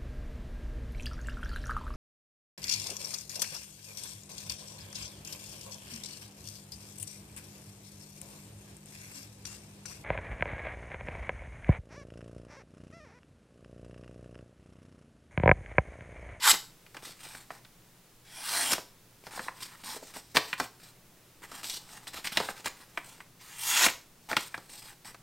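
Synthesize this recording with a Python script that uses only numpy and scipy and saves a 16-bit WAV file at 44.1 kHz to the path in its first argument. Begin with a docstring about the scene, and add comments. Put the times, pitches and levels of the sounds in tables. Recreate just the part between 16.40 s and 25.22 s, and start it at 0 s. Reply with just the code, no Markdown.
"""A small sharp knife slices a hand-held sheet of paper three times, close to a microphone at a desk.
It opens on a quick cut, a swelling stream of snapping fibres that the sheet radiates. A second, slower
cut peaks at 2.3 s. Then the fingers slide over the paper, hissing and rustling, and the sheet buckles
with dry pops and settles. The third cut builds from 7 s, and a last few slides and pops follow it.
Throughout, a small room answers, over faint air noise and a low drone."""
import sys
import numpy as np
from scipy import signal
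from scipy.fft import rfft, irfft, next_fast_len
from scipy.io import wavfile
from scipy.ndimage import uniform_filter1d, map_coordinates

SR = 44100
rng = np.random.default_rng(int(sys.argv[2]) if len(sys.argv) > 2 else 0)


def wrap_up_sound(samples):
    """Save the sound to the file named by the first command line argument, as 16-bit audio."""
    columns = np.atleast_2d(samples).T
    # keep every value between -1 and 1, then stretch to whole-number steps
    tamed = np.clip(columns, -1, 1)
    steps = np.round(tamed * 32767).astype(np.int16)
    wavfile.write(sys.argv[1], SR, steps)


N = 388962

# envelope of each knife stroke: t/s, level/dB, treble share/dB
FIRST_STROKE = [(0.0, -47, -13.5), (0.036, -25, -5), (0.084, -17, -5), (0.116, -17.5, -2)]
SECOND_STROKE = [(1.85, -60.5, -10), (1.962, -46.5, -4), (2.162, -28, -4.5), (2.298, -31, -4),
                 (2.332, -20.5, -3), (2.338, -26, -2.5)]
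THIRD_STROKE = [(6.99, -76, -3), (7.002, -56, -15), (7.018, -52.5, -5), (7.18, -48, -2.5),
                (7.186, -41.5, -1.5), (7.306, -26, -3), (7.334, -28, -7), (7.446, -18, -7),
                (7.468, -21.5, -4)]
# tone of the sheet, held differently for each cut: f/Hz, level/dB
FIRST_SHEET_EQ = [(150, -58), (250, -31), (458, -12.5), (669, -22), (837, -1.5), (1200, 0), (1290, -3),
                  (2090, 3.5), (2240, -2), (4790, -0.5), (6210, -10.5), (7900, -3.5), (10600, -17),
                  (12400, -11.5), (15500, -35)]
SECOND_SHEET_EQ = [(150, -38), (250, -5.5), (466, -16), (516, -14), (823, -1.5), (1200, -6), (1360, -6),
                   (2280, -3), (2620, -7.5), (3280, -2), (3570, -7.5), (4960, -5), (6650, -9), (8920, -2),
                   (15500, -14.5)]
THIRD_SHEET_EQ = [(150, -44), (250, -13.5), (413, -15.5), (553, -19), (809, -3.5), (1590, -2.5), (1890, 0),
                  (2280, -3.5), (3390, -1), (4320, -4.5), (4790, -3), (8320, -5), (10600, -11.5),
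                  (12800, -9.5), (15500, -17.5)]
# paper sliding under the fingers and along the blade: start/s, length/s, hiss/dB, rustle re hiss/dB
SLIDES = [(0.624, 0.1, -46.5, -3), (0.792, 0.24, -50.5, -2.5), (2.839, .06, -54, 1.5),
          (2.909, 0.17, -46.5, -2.5), (3.205, 0.064, -43, -8.5), (3.32, 0.034, -56, 4),
          (3.437, 0.14, -42, -3.5), (3.61, .11, -51.5, -11), (3.739, 0.064, -44, -3.5),
          (3.949, 0.029, -34.5, 1), (4.002, 0.12, -46.5, -1.5), (4.179, .08, -44.5, 0.5),
          (4.399, .11, -55, -3.5), (5.021, 0.035, -51, 5.5), (5.115, .1, -47, -0.5),
          (5.232, .15, -36.5, -16.5), (5.49, .1, -48, -2), (5.671, 0.021, -37, -6),
          (5.734, 0.064, -42, -1.5), (5.844, 0.037, -36, -3.5), (5.921, 0.19, -41.5, 0),
          (6.166, 0.041, -51, 0), (6.245, 0.034, -39.5, -2.5), (6.645, 0.1, -51, -4.5),
          (7.89, 0.042, -46, 8.5), (7.988, 0.095, -42, -19), (8.295, 0.12, -47, -16), (8.421, .11, -49, -4),
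          (8.648, 0.065, -48.5, 0)]
# bright hiss of the surface grain: f/Hz, level/dB
HISS_EQ = [(900, -13.5), (2200, -4.5), (3500, 0.5), (5200, 2), (6500, -4), (8500, 3.5), (10500, -9.5),
           (13000, -4.5), (15500, -17)]
# darker rustle of the flexing sheet: f/Hz, level/dB
RUSTLE_EQ = [(60, -1.5), (250, -0.5), (520, -18), (820, 6), (1300, 2.5), (1900, 4), (2800, -2.5),
             (5000, -15)]
# the hands shift their grip between cuts: start/s, end/s
GRIP_SHIFTS = [(0.54, 1.2), (2.839, 3.82), (5.02, 6.83), (7.88, 8.54)]
# the sheet buckling or tearing free: t/s, pitch/Hz, level/dB, crack re level/dB
BUCKLES = [(0.106, 3320, -30, -23), (0.114, 3380, -34.5, 16), (0.142, 910, -42, -2),
           (0.464, 2170, -54.5, -11), (0.546, 1200, -45, -9), (0.568, 2000, -43, -5.5),
           (0.948, 1450, -45, -12), (1.105, 1360, -38, -19), (1.249, 2350, -54, -5), (2.32, 1190, -33.5, 5),
           (2.333, 2000, -31.5, 1), (2.381, 935, -39.5, -5), (2.868, 1130, -43, -6),
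           (2.976, 1100, -39, -12), (2.993, 1250, -33, -15), (3.083, 1250, -31, -45),
           (3.563, 540, -45, -16), (3.627, 550, -50.5, -10), (3.763, 751, -43.5, -10),
           (3.961, 2000, -28, -3), (3.969, 1930, -17.5, -4), (3.974, 1590, -26, -8),
           (4.129, 2000, -27.5, -28), (4.2, 1290, -26.5, -5), (5.118, 1110, -46.5, -6),
           (5.243, 3340, -41, 4), (5.298, 4470, -50.5, 17.5), (5.872, 3300, -31.5, -18),
           (5.972, 2494, -23, -0.5), (6.002, 905, -30.5, -8.5), (6.087, 1210, -32.5, -21),
           (6.259, 1510, -35, 0.5), (6.271, 1690, -34, -22), (6.574, 1650, -29.5, -19),
           (6.804, 1570, -43, -22), (7.442, 2920, -26, -2), (7.463, 1650, -21, -13),
           (7.484, 2030, -28, -36), (7.914, 1180, -30.5, -6.5), (7.93, 1410, -29, -14),
           (7.967, 1860, -21.5, -6.5), (8.143, 1490, -32, -39), (8.178, 930, -46, -2),
           (8.745, 1500, -49, -5)]
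# tone of the reflections from desk and walls: f/Hz, level/dB
ROOM_EQ = [(100, -10.5), (450, 5.5), (850, 5), (1400, 2.5), (3500, 4.5), (6000, 7), (9000, 0.5),
           (15000, 5.5)]
# air noise common to both ears: f/Hz, level/dB
AIR_EQ = [(20, -2), (32, -7.5), (49, -13.5), (90, -14.5), (120, -9.5), (180, -5), (210, -13), (340, -13),
          (630, -18.5), (1720, -22.5), (15500, -28)]
# air noise that differs between the ears: f/Hz, level/dB
SIDE_EQ = [(30, -4), (150, 6), (600, 4.0), (2000, -0.5), (15000, 1.5)]

# the freed strip swings after each cut: length, hiss re the end of the cut, rustle re hiss
SWING_S, SWING_DB, SWING_RUSTLE_DB = 0.033, -14.5, -0.5
# the sheet settles after a buckle: length, hiss re the pop, extra dB per dB of crack, rustle re hiss
SETTLE_S, SETTLE_DB, SETTLE_PER_CRACK, SETTLE_RUSTLE_DB = 0.012, -14.5, 0.14, 4.5
# a larger patch of paper sounds lower and moves more air; so does one that cracks harder
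THUMP_DB, THUMP_AT_HZ, THUMP_DB_PER_OCTAVE, THUMP_PER_CRACK = -3, 1500, -7, 0.46
# a slide starts with a small pop as the skin lets go: pitch, level re its hiss, crack re level
CATCH_HZ, CATCH_DB, CATCH_CRACK_DB = 2000, -8.5, -6.5


def knife_cuts(gain_db, flutter_db, release_s, taut_db, slack_db, slack_s):
    """The edge snaps thousands of fibres a second; the stream stops as the blade leaves the sheet."""
    t, out = np.arange(N) / SR, np.zeros(N)
    stream = fibres(per_s=6000, spread_db=2.0) * undb(flutter_db * wander(160))
    for stroke, sheet_eq in ((FIRST_STROKE, FIRST_SHEET_EQ), (SECOND_STROKE, SECOND_SHEET_EQ),
                             (THIRD_STROKE, THIRD_SHEET_EQ)):
        times, level_db, treble_db = np.transpose(stroke)
        end = times[-1]
        on = (t >= times[0]) & (t < end + 10 * release_s)
        cut = flex(colour(stream[on], sheet_eq), narrow_db=4.2, broad_db=2, per_s=14, spacing_hz=130)
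        # the angle of the blade shifts weight between body and treble
        body = low_pass(cut, 7000)
        treble_share = np.clip(undb(np.interp(t[on], times, treble_db)) ** 2, 0, .9)
        cut = np.sqrt(1 - treble_share) * unit(body) + np.sqrt(treble_share) * unit(cut - body)
        # a taut sheet gives little bass; it flaps once the strip hangs by its last fibres
        bass_db = np.interp(t[on], [end - slack_s, end - slack_s / 2], [taut_db, slack_db])
        cut = cut + (undb(bass_db) - 1) * low_pass(cut, 410)
        release = np.exp(-np.maximum(t[on] - end, 0) / release_s)
        out[on] += cut * release * undb(np.interp(t[on], times, level_db) + gain_db)
    return out


def fibres(per_s, spread_db):
    """Fibres snap: tiny clicks at random moments, uneven in size."""
    snaps = rng.random(N) < per_s / SR
    size = undb(spread_db * np.clip(rng.standard_normal(N), -2, 2))
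    return unit(snaps * size * rng.choice([-1, 1], N))


def flex(x, narrow_db, broad_db, per_s, spacing_hz):
    """A bending sheet keeps shifting its modes, so narrow peaks and broad humps swell and fade."""
    f, t, spectra = signal.stft(x, SR, nperseg=512)
    eq_db = 0
    for spacing, depth_db in ((spacing_hz, narrow_db), (6 * spacing_hz, broad_db)):
        grid = np.meshgrid(f / spacing, t * per_s, indexing="ij")
        eq_db += depth_db * map_coordinates(rng.standard_normal((256, 512)), grid, order=1, mode="mirror")
    return unit(signal.istft(spectra * undb(eq_db), SR)[1][:len(x)])


def paper_pops(ring_s, crack_s, thump_s, lo_ratio, hi_ratio, pop_gain_db, crack_gain_db, puff_db):
    """A crease flips: one kick, then bending waves scatter in the sheet and die in milliseconds."""
    t = np.arange(4096) / SR
    out = np.zeros(N + len(t))
    attack = slice(0, int(.007 * SR))

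    def ring(decay_s, lo_hz, hi_hz, db, scatter, order):
        """One band of the kick and its scattered waves, at the given level over the attack."""
        kick = (t == 0) + scatter * rng.standard_normal(len(t)) * np.exp(-t / decay_s)
        wave = band(kick, lo_hz, hi_hz, order)
        return wave * undb(db) / np.sqrt(np.mean(wave[attack] ** 2))

    catches = [(s, CATCH_HZ, hiss_db + CATCH_DB, CATCH_CRACK_DB) for s, _, hiss_db, _ in SLIDES]
    for s, hz, pop_db, crack_db in list(BUCKLES) + catches:
        thump_db = pop_db + THUMP_DB + THUMP_DB_PER_OCTAVE * np.log2(hz / THUMP_AT_HZ)
        thump_db += THUMP_PER_CRACK * min(crack_db, 0)
        pop = ring(ring_s, hz * lo_ratio, hz * hi_ratio, pop_db + pop_gain_db, scatter=0.65, order=3)
        crack = ring(crack_s, 3500, 5340, pop_db + crack_db + crack_gain_db, scatter=0.14, order=1)
        thump = ring(thump_s, 197, 940, thump_db, scatter=0.2, order=2)
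        # the flipping patch pushes a puff of air
        puff = band(np.exp(-t / thump_s) * rng.standard_normal(len(t)), 60, 170)
        puff = puff / np.abs(puff).max() * undb(thump_db + puff_db)
        start = max(int(s * SR), 0)
        out[start:start + len(t)] += pop + crack + thump + puff
    return out[:N]


def paper_slides(edge_db, crest_db, crest_share, attack_s, ebb_s, grip_db, knock_db, rumble_db,
                 tick_db, linger_db):
    """Each slide swells and ebbs: surface grain hisses while the flexing sheet rustles lower down."""
    t = np.arange(N) / SR
    hiss_power = fidget_power(level_db=-63, spread_db=3.5, per_s=22)
    rustle_power = hiss_power.copy()
    for start, length, hiss_db, rustle_db in slide_cues():
        crest, end = start + crest_share * length, start + length
        times = np.array([start - attack_s, start, crest, end, end + ebb_s])
        on = slice(*np.searchsorted(t, times[[0, -1]]))
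        swell_db = np.interp(t[on], times, [-30, edge_db, crest_db, edge_db, -30])
        hiss_power[on] += undb(swell_db + hiss_db) ** 2
        rustle_power[on] += undb(swell_db + hiss_db + rustle_db) ** 2
    grip = undb(grip_db * wander(110))  # skin catches and lets go
    hiss = colour(fibres(per_s=9000, spread_db=3.5) * grip, HISS_EQ)
    rustle = colour(fibres(per_s=1500, spread_db=4.5) * grip, RUSTLE_EQ)
    hiss, rustle = (flex(x, narrow_db=3.5, broad_db=1.8, per_s=14, spacing_hz=170)
                    for x in (hiss, rustle))
    # stray fibres catch with a tiny tick, and the fingers never quite rest between slides
    hiss += unit(band(fibres(per_s=40, spread_db=9.0), 1700, 14000, order=1)) * undb(tick_db)
    hiss_power += np.abs(uniform_filter1d(hiss_power, SR // 3)) * undb(linger_db) ** 2
    # now and then the whole sheet gives with a soft knock; its slow sway pushes air at the microphone
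    knocks = unit(band(fibres(per_s=70, spread_db=8.5), 216, 630)) * undb(knock_db)
    sway = np.sqrt(np.abs(uniform_filter1d(rustle_power, SR // 4)))
    rumble = unit(band(rng.standard_normal(N), 33, 135)) * undb(rumble_db) * sway
    return hiss * np.sqrt(hiss_power) + (rustle + knocks) * np.sqrt(rustle_power) + rumble


def slide_cues():
    """The rows of SLIDES, plus a short slide for each strip swinging free and each buckle settling."""
    stroke_ends = (FIRST_STROKE[-1], SECOND_STROKE[-1], THIRD_STROKE[-1])
    swings = [(s, SWING_S, db + SWING_DB, SWING_RUSTLE_DB) for s, db, _ in stroke_ends]
    settles = [(s, SETTLE_S, db + SETTLE_DB + SETTLE_PER_CRACK * crack_db, SETTLE_RUSTLE_DB)
               for s, _, db, crack_db in BUCKLES]
    return list(SLIDES) + swings + settles


def fidget_power(level_db, spread_db, per_s):
    """Power envelope of the faint, aimless sliding while the hands shift their grip."""
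    t = np.arange(N) / SR
    gate = sum(np.interp(t, [start, start + .02, end - .02, end], [0, 1, 1, 0])
               for start, end in GRIP_SHIFTS)
    return gate * undb(level_db + spread_db * wander(per_s)) ** 2


def room(x, t60_s, wet_db):
    """Desk and walls add a short diffuse tail."""
    t = np.arange(SR // 2) / SR
    fade_in = np.clip(t / 0.0011 - .5, 0, 1)
    tail = colour(rng.standard_normal(len(t)), ROOM_EQ) * undb(-60 * t / t60_s) * fade_in
    response = undb(wet_db) * tail / np.sqrt(np.sum(tail ** 2))
    response[0] += 1  # direct sound
    return signal.fftconvolve(x, response)[:N]


def room_tone(level_db, drone_db, side_db):
    """A faint bed of air noise and low room drone, with only a little stereo width."""
    air = colour(rng.standard_normal(N), AIR_EQ) * undb(.5 * wander(3.28))
    drone = unit(band(rng.standard_normal(N), 114.6, 120.7)) * undb(drone_db)
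    side = colour(rng.standard_normal(N), SIDE_EQ) * undb(side_db)
    return undb(level_db) * (air + drone + np.array([side, -side]))


def undb(db):
    """Decibels to gain."""
    return 10 ** (np.asarray(db) / 20)


def unit(x):
    """Scale to rms 1."""
    return x / np.sqrt(np.mean(x ** 2) + 1e-18)


def colour(x, eq):
    """EQ a sound through points of f/Hz, level/dB, then scale to rms 1."""
    size = next_fast_len(len(x))
    f = np.arange(size // 2 + 1) * SR / size
    hz, db = np.transpose(eq)
    curve_db = np.interp(np.log(f + 1), np.log(hz), db)
    return unit(irfft(rfft(x, size) * undb(curve_db), size)[:len(x)])


def band(x, lo_hz, hi_hz, order=2):
    """Causal band-pass."""
    edges = np.clip([lo_hz, hi_hz], [10, 20], [SR / 4, SR * .45])
    return signal.sosfilt(signal.butter(order, edges, "band", fs=SR, output="sos"), x)


def low_pass(x, hz):
    """Steep low-pass without delay."""
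    return signal.sosfiltfilt(signal.butter(4, hz, fs=SR, output="sos"), x)


def wander(per_s):
    """Modulation that glides between random values, with a spread near 1."""
    steps = rng.standard_normal(4096)
    return np.interp(np.arange(N) / SR * per_s, np.arange(len(steps)), steps)


def scene():
    """Knife and paper sit dead centre in a small room, over the room tone."""
    paper = knife_cuts(gain_db=-1.05, flutter_db=1.0, release_s=0.0032,
                       taut_db=-2.5, slack_db=4, slack_s=0.086)
    paper += paper_slides(edge_db=-5.5, crest_db=-1.0, crest_share=0.41, attack_s=.005, ebb_s=0.019,
                          grip_db=2.5, knock_db=-10.0, rumble_db=-26, tick_db=-18.5, linger_db=-19)
    paper += paper_pops(ring_s=0.0045, crack_s=0.0053, thump_s=0.011, lo_ratio=0.51, hi_ratio=1.566,
                        pop_gain_db=0.5, crack_gain_db=-0.5, puff_db=-15)
    return room(paper, t60_s=0.31, wet_db=-9.5) + room_tone(level_db=-59, drone_db=-10.5, side_db=-8.5)


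def record(dry):
    """The recorder cuts the top steeply above 15.9 kHz."""
    return signal.sosfilt(signal.ellip(10, .2, 70, 15900, fs=SR, output="sos"), dry)


dry = scene()
out = record(dry)
wrap_up_sound(out)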